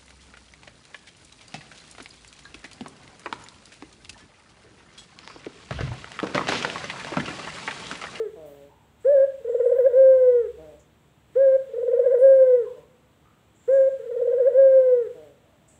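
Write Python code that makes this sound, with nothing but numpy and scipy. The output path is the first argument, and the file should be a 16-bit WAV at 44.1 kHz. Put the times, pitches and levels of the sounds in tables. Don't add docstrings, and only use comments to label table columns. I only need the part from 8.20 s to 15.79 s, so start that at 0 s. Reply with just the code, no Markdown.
import sys
import numpy as np
from scipy import signal
from scipy.fft import rfft, irfft, next_fast_len
from scipy.io import wavfile
from scipy.ndimage import uniform_filter1d

SR = 44100
rng = np.random.default_rng(int(sys.argv[2]) if len(sys.argv) > 2 else 0)


def wav_record(signal):
    frames = np.transpose(np.atleast_2d(signal))
    bounded = np.clip(frames, -1, 1)
    quanta = np.round(bounded * 32767).astype(np.int16)
    wavfile.write(sys.argv[1], SR, quanta)


N = 334702
TIME = np.arange(N) / SR


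def from_db(db):
    return 10 ** (np.asarray(db) / 20)


def rms_one(x):
    return x / np.sqrt(np.mean(x ** 2) + 1e-20)


def at_hz(points, hz):
    freq, db = np.transpose(points)
    return np.interp(np.log(hz), np.log(freq), db)


def drift(rate):
    step = 40
    r = np.exp(-2 * step * np.pi * rate / SR)
    noise = rng.standard_normal(N // step + 2002)
    slow = signal.lfilter([1], [1, -2 * r, r * r], noise)[2000:]
    return np.interp(np.arange(N) / step, np.arange(len(slow)), rms_one(slow))


def cycles(hz):
    return 2 * np.pi * np.cumsum(hz) / SR


def note(start, length, attack_s, release_s):
    span = np.flatnonzero((TIME >= start) & (TIME < start + length))
    age = TIME[span] - start
    nearest_edge = np.minimum(age / attack_s, (length - age) / release_s)
    return span, age, np.sin(np.pi / 2 * np.clip(nearest_edge, 0, 1))


def in_turn(notes):
    tracks = np.zeros((len(notes[0]) - 1, N))
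    for span, *values in notes:
        for track, value in zip(tracks, values):
            track[span] = value
    sounding = tracks[0] > 0
    return np.interp(TIME, TIME[sounding], tracks[0][sounding]), *tracks[1:]


def dying_rings(events, attack_s):
    out, age = np.zeros(N + 2 * SR), TIME[:2 * SR]
    for s, db, hz, width, t60 in events:
        r = np.exp(-np.pi * width / SR)
        b, a = [1, 0.0095, -0.16], [1, -2 * r * np.cos(2 * np.pi * hz / SR), r * r]
        once = signal.lfilter(b, a, rng.standard_normal(len(age)))
        ring = rms_one(signal.lfilter(b, a, once))
        start = round(s * SR)
        fade = np.minimum(age / attack_s, 1) * from_db(db - 60 * age / t60)
        out[start:start + len(age)] += ring * fade
    return out[:N]


# frequency in Hz, relative level in dB per Hz.
AIR = [(25, -32), (45, -19), (62, -10), (130, -6.5), (200, -11.5), (300, -14), (650, -18), (2000, -21.5),
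       (3500, -23), (5000, -35), (7500, -31), (11000, -40), (15500, -35.5)]
# time in seconds, level in dB; levels glide from row to row.
HUM = [(0, -67.5), (1.4, -65.5), (1.9, -61.5), (2.4, -56.5), (2.7, -72.5), (7.59, -73)]
# frequency in Hz, level in dB.
HUM_LINES = [(102.3, -74.5), (152, -73), (232, -73.5), (315, -78.5)]
AIR_DB, HUM_HZ = -59, 69.3


def background(sizzle_db=-77, sizzle_hz=7750, sizzle_width_hz=900, throb_hz=3.7, throb_db=-1.5, waver_hz=0.16):
    freq = np.maximum(np.arange(N // 2 + 1) * SR / N, 1)
    air = rms_one(irfft(rfft(rng.standard_normal(N)) * from_db(at_hz(AIR, freq)), N))
    sizzle_peak = 1 / (1 + (2 * (freq - sizzle_hz) / sizzle_width_hz) ** 2)
    sizzle = rms_one(irfft(rfft(rng.standard_normal(N)) * sizzle_peak, N))
    sizzle *= from_db(sizzle_db + throb_db * np.cos(2 * np.pi * throb_hz * TIME))
    hum = np.sqrt(2) * np.sin(cycles(HUM_HZ + waver_hz * drift(3.4)))
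    hum *= from_db(np.interp(TIME, *np.transpose(HUM)))
    lines = sum(np.sqrt(2) * from_db(db) * np.sin(2 * np.pi * hz * TIME) for hz, db in HUM_LINES)
    return from_db(AIR_DB) * air + sizzle + lines + hum


# start in seconds, length in seconds, top pitch in Hz, level in dB.
COOS = [(-0.47, 0.57, 519.6, -12), (1.723, 0.57, 533.8, -11), (3.986, 0.485, 542.8, -10),
        (6.329, 0.56, 541.3, -11.5)]
COO_SCOOP_HZ, COO_SCOOP_DB, COO_SCOOP_S = 67, 7, 0.054
COO_SAG_HZ, COO_SAG_DB, COO_DULLING_DB = 85.6, 7.5, 2
COO_COLLAPSE_HZ, COO_COLLAPSE_DB = 81.7, 18
COO_COLLAPSE_AT = .781


def long_coos(edge_s=0.036):
    for start, length, top_hz, top_db in COOS:
        span, age, gate = note(start, length, edge_s, edge_s)
        scoop = np.maximum(1 - age / COO_SCOOP_S, 0)
        spent = (age / length) ** 2
        collapse = np.maximum((age / length - COO_COLLAPSE_AT) / (1 - COO_COLLAPSE_AT), 0)
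        hz = top_hz - COO_SCOOP_HZ * scoop - COO_SAG_HZ * spent - COO_COLLAPSE_HZ * collapse ** 2
        db = top_db - COO_SCOOP_DB * scoop - COO_SAG_DB * spent - COO_COLLAPSE_DB * collapse
        yield span, hz, from_db(db) * gate, -COO_DULLING_DB * spent, 0


# start in seconds, length in seconds, first pitch in Hz, sag in Hz per second, first level in dB.
AFTER_NOTES = [(0.154, 0.35, 165.6, 177, -41), (2.377, 0.2, 163.3, 106.4, -39.5),
               (4.555, 0.1, 153.4, 198.4, -47), (6.942, 0.21, 166.8, 180.2, -43.5)]
# frequency in Hz, relative level in dB.
BEAK = [(150, -15.5), (310, -9.5), (450, -4), (600, 2), (740, -15.5), (900, -22), (1400, -32.5),
        (2000, -55.5)]
AFTER_LOWEST_HZ, AFTER_FADE_DB, AFTER_EDGE_S = 141.2, 13.5, .03


def after_notes(jitter=0.017):
    notes = []
    for start, length, start_hz, sag_hz_per_s, db in AFTER_NOTES:
        span, age, gate = note(start, length, AFTER_EDGE_S, AFTER_EDGE_S)
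        hz = np.maximum(start_hz - sag_hz_per_s * age, AFTER_LOWEST_HZ)
        notes.append((span, hz, from_db(db - AFTER_FADE_DB * age / length) * gate))
    hz, loud = in_turn(notes)
    phase = cycles(hz * (1 + jitter * drift(40)))
    buzz = sum(from_db(at_hz(BEAK, k * hz)) * np.cos(k * phase) for k in range(1, 13))
    return loud * rms_one(buzz)


# start in seconds, level in dB, centre in Hz, width of each filter in Hz,
# time to fade by 60 dB in seconds.
CLINKS = [(0.255, -61.5, 14440, 3500, 0.63), (0.255, -66.5, 8240, 3500, 0.47),
          (0.801, -66, 7880, 1300, 1.0), (1.286, -66, 7530, 591.5, 1.0), (1.434, -65.5, 8344, 1400, 0.9),
          (1.555, -61.5, 14650, 2550, 0.66), (2.591, -55.5, 7100, 1653, 0.22),
          (3.983, -62.5, 8870, 2200, 1.2), (5.347, -61.5, 7460, 977, 1.32), (5.522, -61, 7160, 1400, 0.84),
          (7.476, -54, 7800, 1600, 0.79)]


def clinks():
    return dying_rings(CLINKS, attack_s=.01)


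# start in seconds, level in dB, centre in Hz,
# width of each filter in Hz, time to fade by 60 dB in seconds.
MUFFLED = [(0.485, -57, 909, 218, 1), (4.44, -51.5, 998, 161.3, 0.76), (5.04, -59.5, 1270, 200, 0.89),
           (7.19, -63, 621, 173.6, 2.6)]


def muffled_sounds():
    return dying_rings(MUFFLED, attack_s=0.019)


# start in seconds, length in seconds, held pitch in Hz, overshoot in Hz,
# level in dB, overtone boost in dB.
HOOTS = [(0.843, 0.21, 529, 55.4, -15, 1), (3.151, 0.22, 527, 22, -15, 0.5),
         (5.475, 0.219, 530.8, 14, -15.5, 1.5)]
HOOT_ATTACK_S, HOOT_RELEASE_S = 0.019, .014
SCOOP_HZ, SCOOP_S = 124, 0.013
OVERSHOOT_AT_S, OVERSHOOT_WIDTH_S = .078, 0.038
HOOT_LIFT_SHARE, HOOT_LIFT_S = .55, 0.032


def hoots():
    for start, length, held_hz, overshoot_hz, db, boost_db in HOOTS:
        span, age, gate = note(start, length, HOOT_ATTACK_S, HOOT_RELEASE_S)
        scoop = np.exp(-age / SCOOP_S)
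        swing = np.exp(-((age - OVERSHOOT_AT_S) / OVERSHOOT_WIDTH_S) ** 2)
        lift = HOOT_LIFT_SHARE * np.exp((age - length) / HOOT_LIFT_S)
        hz = held_hz - SCOOP_HZ * scoop + overshoot_hz * (swing + lift)
        swell = np.minimum(.5 + .5 * age / HOOT_ATTACK_S, 1)
        yield span, hz, from_db(db) * gate * swell, boost_db, 0


def hoot_puffs(puff_db=-52, puff_hz=650, puff_width_hz=900, puff_t60=0.74):
    puffs = [(hoot[0], puff_db, puff_hz, puff_width_hz, puff_t60) for hoot in HOOTS]
    return dying_rings(puffs, attack_s=0.0018)


# start in seconds, opening level in dB, closing level in dB.
BEATS = [(1.202, -34.5, -53.5), (1.243, -24.5, -20.5), (1.291, -16.5, -24.5), (1.344, -9, -28),
         (1.395, -11.5, -21), (1.455, -8.5, -22), (1.514, -8.5, -19.5), (1.582, -13.5, -9.5),
         (1.679, -22.5, -21), (3.486, -33, -45.5), (3.531, -25, -21.5), (3.578, -18, -24.5),
         (3.626, -14.5, -25), (3.676, -12, -21.5), (3.728, -10.5, -21), (3.789, -7.5, -20),
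         (3.855, -11, -13.5), (3.937, -8, -16.5), (5.789, -30.5, -35), (5.854, -29, -24),
         (5.908, -21, -25.5), (5.958, -18, -22), (6.012, -13, -24.5), (6.071, -14.5, -17.5),
         (6.128, -12.5, -17.5), (6.194, -13.5, -11.5), (6.29, -17, -23)]
ROLL_TOP_HZ, ROLL_TOP_RISE_HZ = 497.4, 62.2
ROLL_SAG_HZ, ROLL_SAG_RISE_HZ = 438, 41.56
BEAT_LOWEST_AT = .41
BEAT_SAG_AT, BEAT_SAG_DB, BEAT_SAG_WIDTH = 0.49, 8, 0.25
BEAT_OPEN_S, BEAT_SHUT_S = .012, .013
ROLL_OVERTONE_DB, ROLL_BRIGHTENING_DB = -7.5, 4.5


def rolls():
    for hoot, long_coo in zip(HOOTS, COOS[1:]):
        beats = [beat for beat in BEATS if hoot[0] < beat[0] < long_coo[0]]
        stops = [beat[0] for beat in beats[1:]] + [long_coo[0]]
        for (start, open_db, close_db), stop in zip(beats, stops):
            span, age, gate = note(start, stop - start, BEAT_OPEN_S, BEAT_SHUT_S)
            along = age / (stop - start)
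            effort = (TIME[span] - beats[0][0]) / (long_coo[0] - beats[0][0])
            top_hz = ROLL_TOP_HZ + ROLL_TOP_RISE_HZ * effort
            sag_hz = ROLL_SAG_HZ + ROLL_SAG_RISE_HZ * effort
            climbs = stop < long_coo[0]
            pull = np.interp(along, [0, BEAT_LOWEST_AT, 1], [1, 0, climbs])
            tension = np.sin(np.pi / 2 * pull) ** 2
            hz = sag_hz + (top_hz - sag_hz) * tension
            slack = np.exp(-((along - BEAT_SAG_AT) / BEAT_SAG_WIDTH) ** 2)
            db = open_db + (close_db - open_db) * along - BEAT_SAG_DB * slack
            yield span, hz, from_db(db) * gate, ROLL_OVERTONE_DB + ROLL_BRIGHTENING_DB * effort, 1


# frequency in Hz, relative level in dB.
THROAT = [(850, -51), (1050, -51.5), (1150, -59.5), (1300, -50), (1480, -54), (1570, -53.5), (1625, -45),
          (1740, -49.5), (1820, -51.5), (1980, -55.5), (2170, -62.5), (2600, -79.5), (3700, -88.5),
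          (3800, -77), (4100, -88.5)]
CROP_LOW_HZ, CROP_HIGH_HZ = 400, 745
JITTER, ROLL_JITTER = .0042, .006


def dove_voice(rasp=0.11, roll_rasp=0.68, overtone_growth=0.53, full_db=-13, even_db=-4, roll_even_db=-2.0):
    hz, loud, overtone_db, rolling = in_turn([*hoots(), *rolls(), *long_coos()])
    hz = uniform_filter1d(hz, size=300)
    phase = cycles(hz * (1 + np.where(rolling, ROLL_JITTER, JITTER) * drift(72)))
    even = from_db(np.where(rolling, roll_even_db, even_db))
    overtones = 0
    for k in range(2, 8):
        strength = from_db(at_hz(THROAT, k * hz)) * (1 if k % 2 else even)
        overtones = overtones + strength * np.sin(k * phase)
    hoarse = 1 + (rasp + roll_rasp * rolling) * drift(110)
    swell = (loud / from_db(full_db)) ** overtone_growth
    drive = uniform_filter1d(swell * from_db(overtone_db), size=600)
    crop = signal.butter(2, [CROP_LOW_HZ, CROP_HIGH_HZ], "band", fs=SR, output="sos")
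    tone = signal.sosfilt(crop, loud * np.sin(phase) + 1e-18)
    return np.sqrt(2) * tone, np.sqrt(2) * drive * hoarse * overtones


# delay in seconds, echo level in dB.
WALLS = [(0.005, -20.5), (0.0146, -18.5), (0.0354, -15.5), (0.0678, -19)]
ROOM_T60_S = 0.592


def room(tone, overtones, tone_tail_db=-11.5, overtone_tail_db=-11.0):
    size = next_fast_len(N + SR)
    turn = -2j * np.pi * np.arange(size // 8) / size * SR
    early = sum(from_db(db) * np.exp(turn * s) for s, db in WALLS)
    tail = 0
    for k, s in enumerate(np.geomspace(.0236, .0562, 12)):
        bounce = from_db(-60 * s / ROOM_T60_S) * np.exp(turn * s)
        tail = tail + (-1) ** k * bounce / (1 - bounce)
    tail = tail / np.std(tail)
    heard = 0
    for x, tail_db in [(tone, tone_tail_db), (overtones, overtone_tail_db)]:
        heard = heard + rfft(x, size)[:len(turn)] * (1 + early + from_db(tail_db) * tail)
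    return irfft(heard, size)[:N]


def scene():
    tone, overtones = dove_voice()
    dove = room(tone + hoot_puffs() + after_notes(), overtones)
    return (dove + clinks() + muffled_sounds() + background())[None]


CUTOFF_HZ = 15600


def record(dry, threshold_db=-51, depth_db=5, knee_db=6, hiss_hz=1200):
    level_db = 10 * np.log10(uniform_filter1d(dry ** 2, size=3000) + 1e-12)
    shut = np.clip((threshold_db - level_db) / knee_db + .5, 0, 1)
    shut = uniform_filter1d(shut, size=3000)
    hiss = signal.sosfiltfilt(signal.butter(2, hiss_hz, "high", fs=SR, output="sos"), dry)
    gated = dry - hiss * (1 - from_db(-depth_db * shut))
    return signal.sosfilt(signal.ellip(10, .1, 80, CUTOFF_HZ, fs=SR, output="sos"), gated)


dry = scene()
out = record(dry)
wav_record(out)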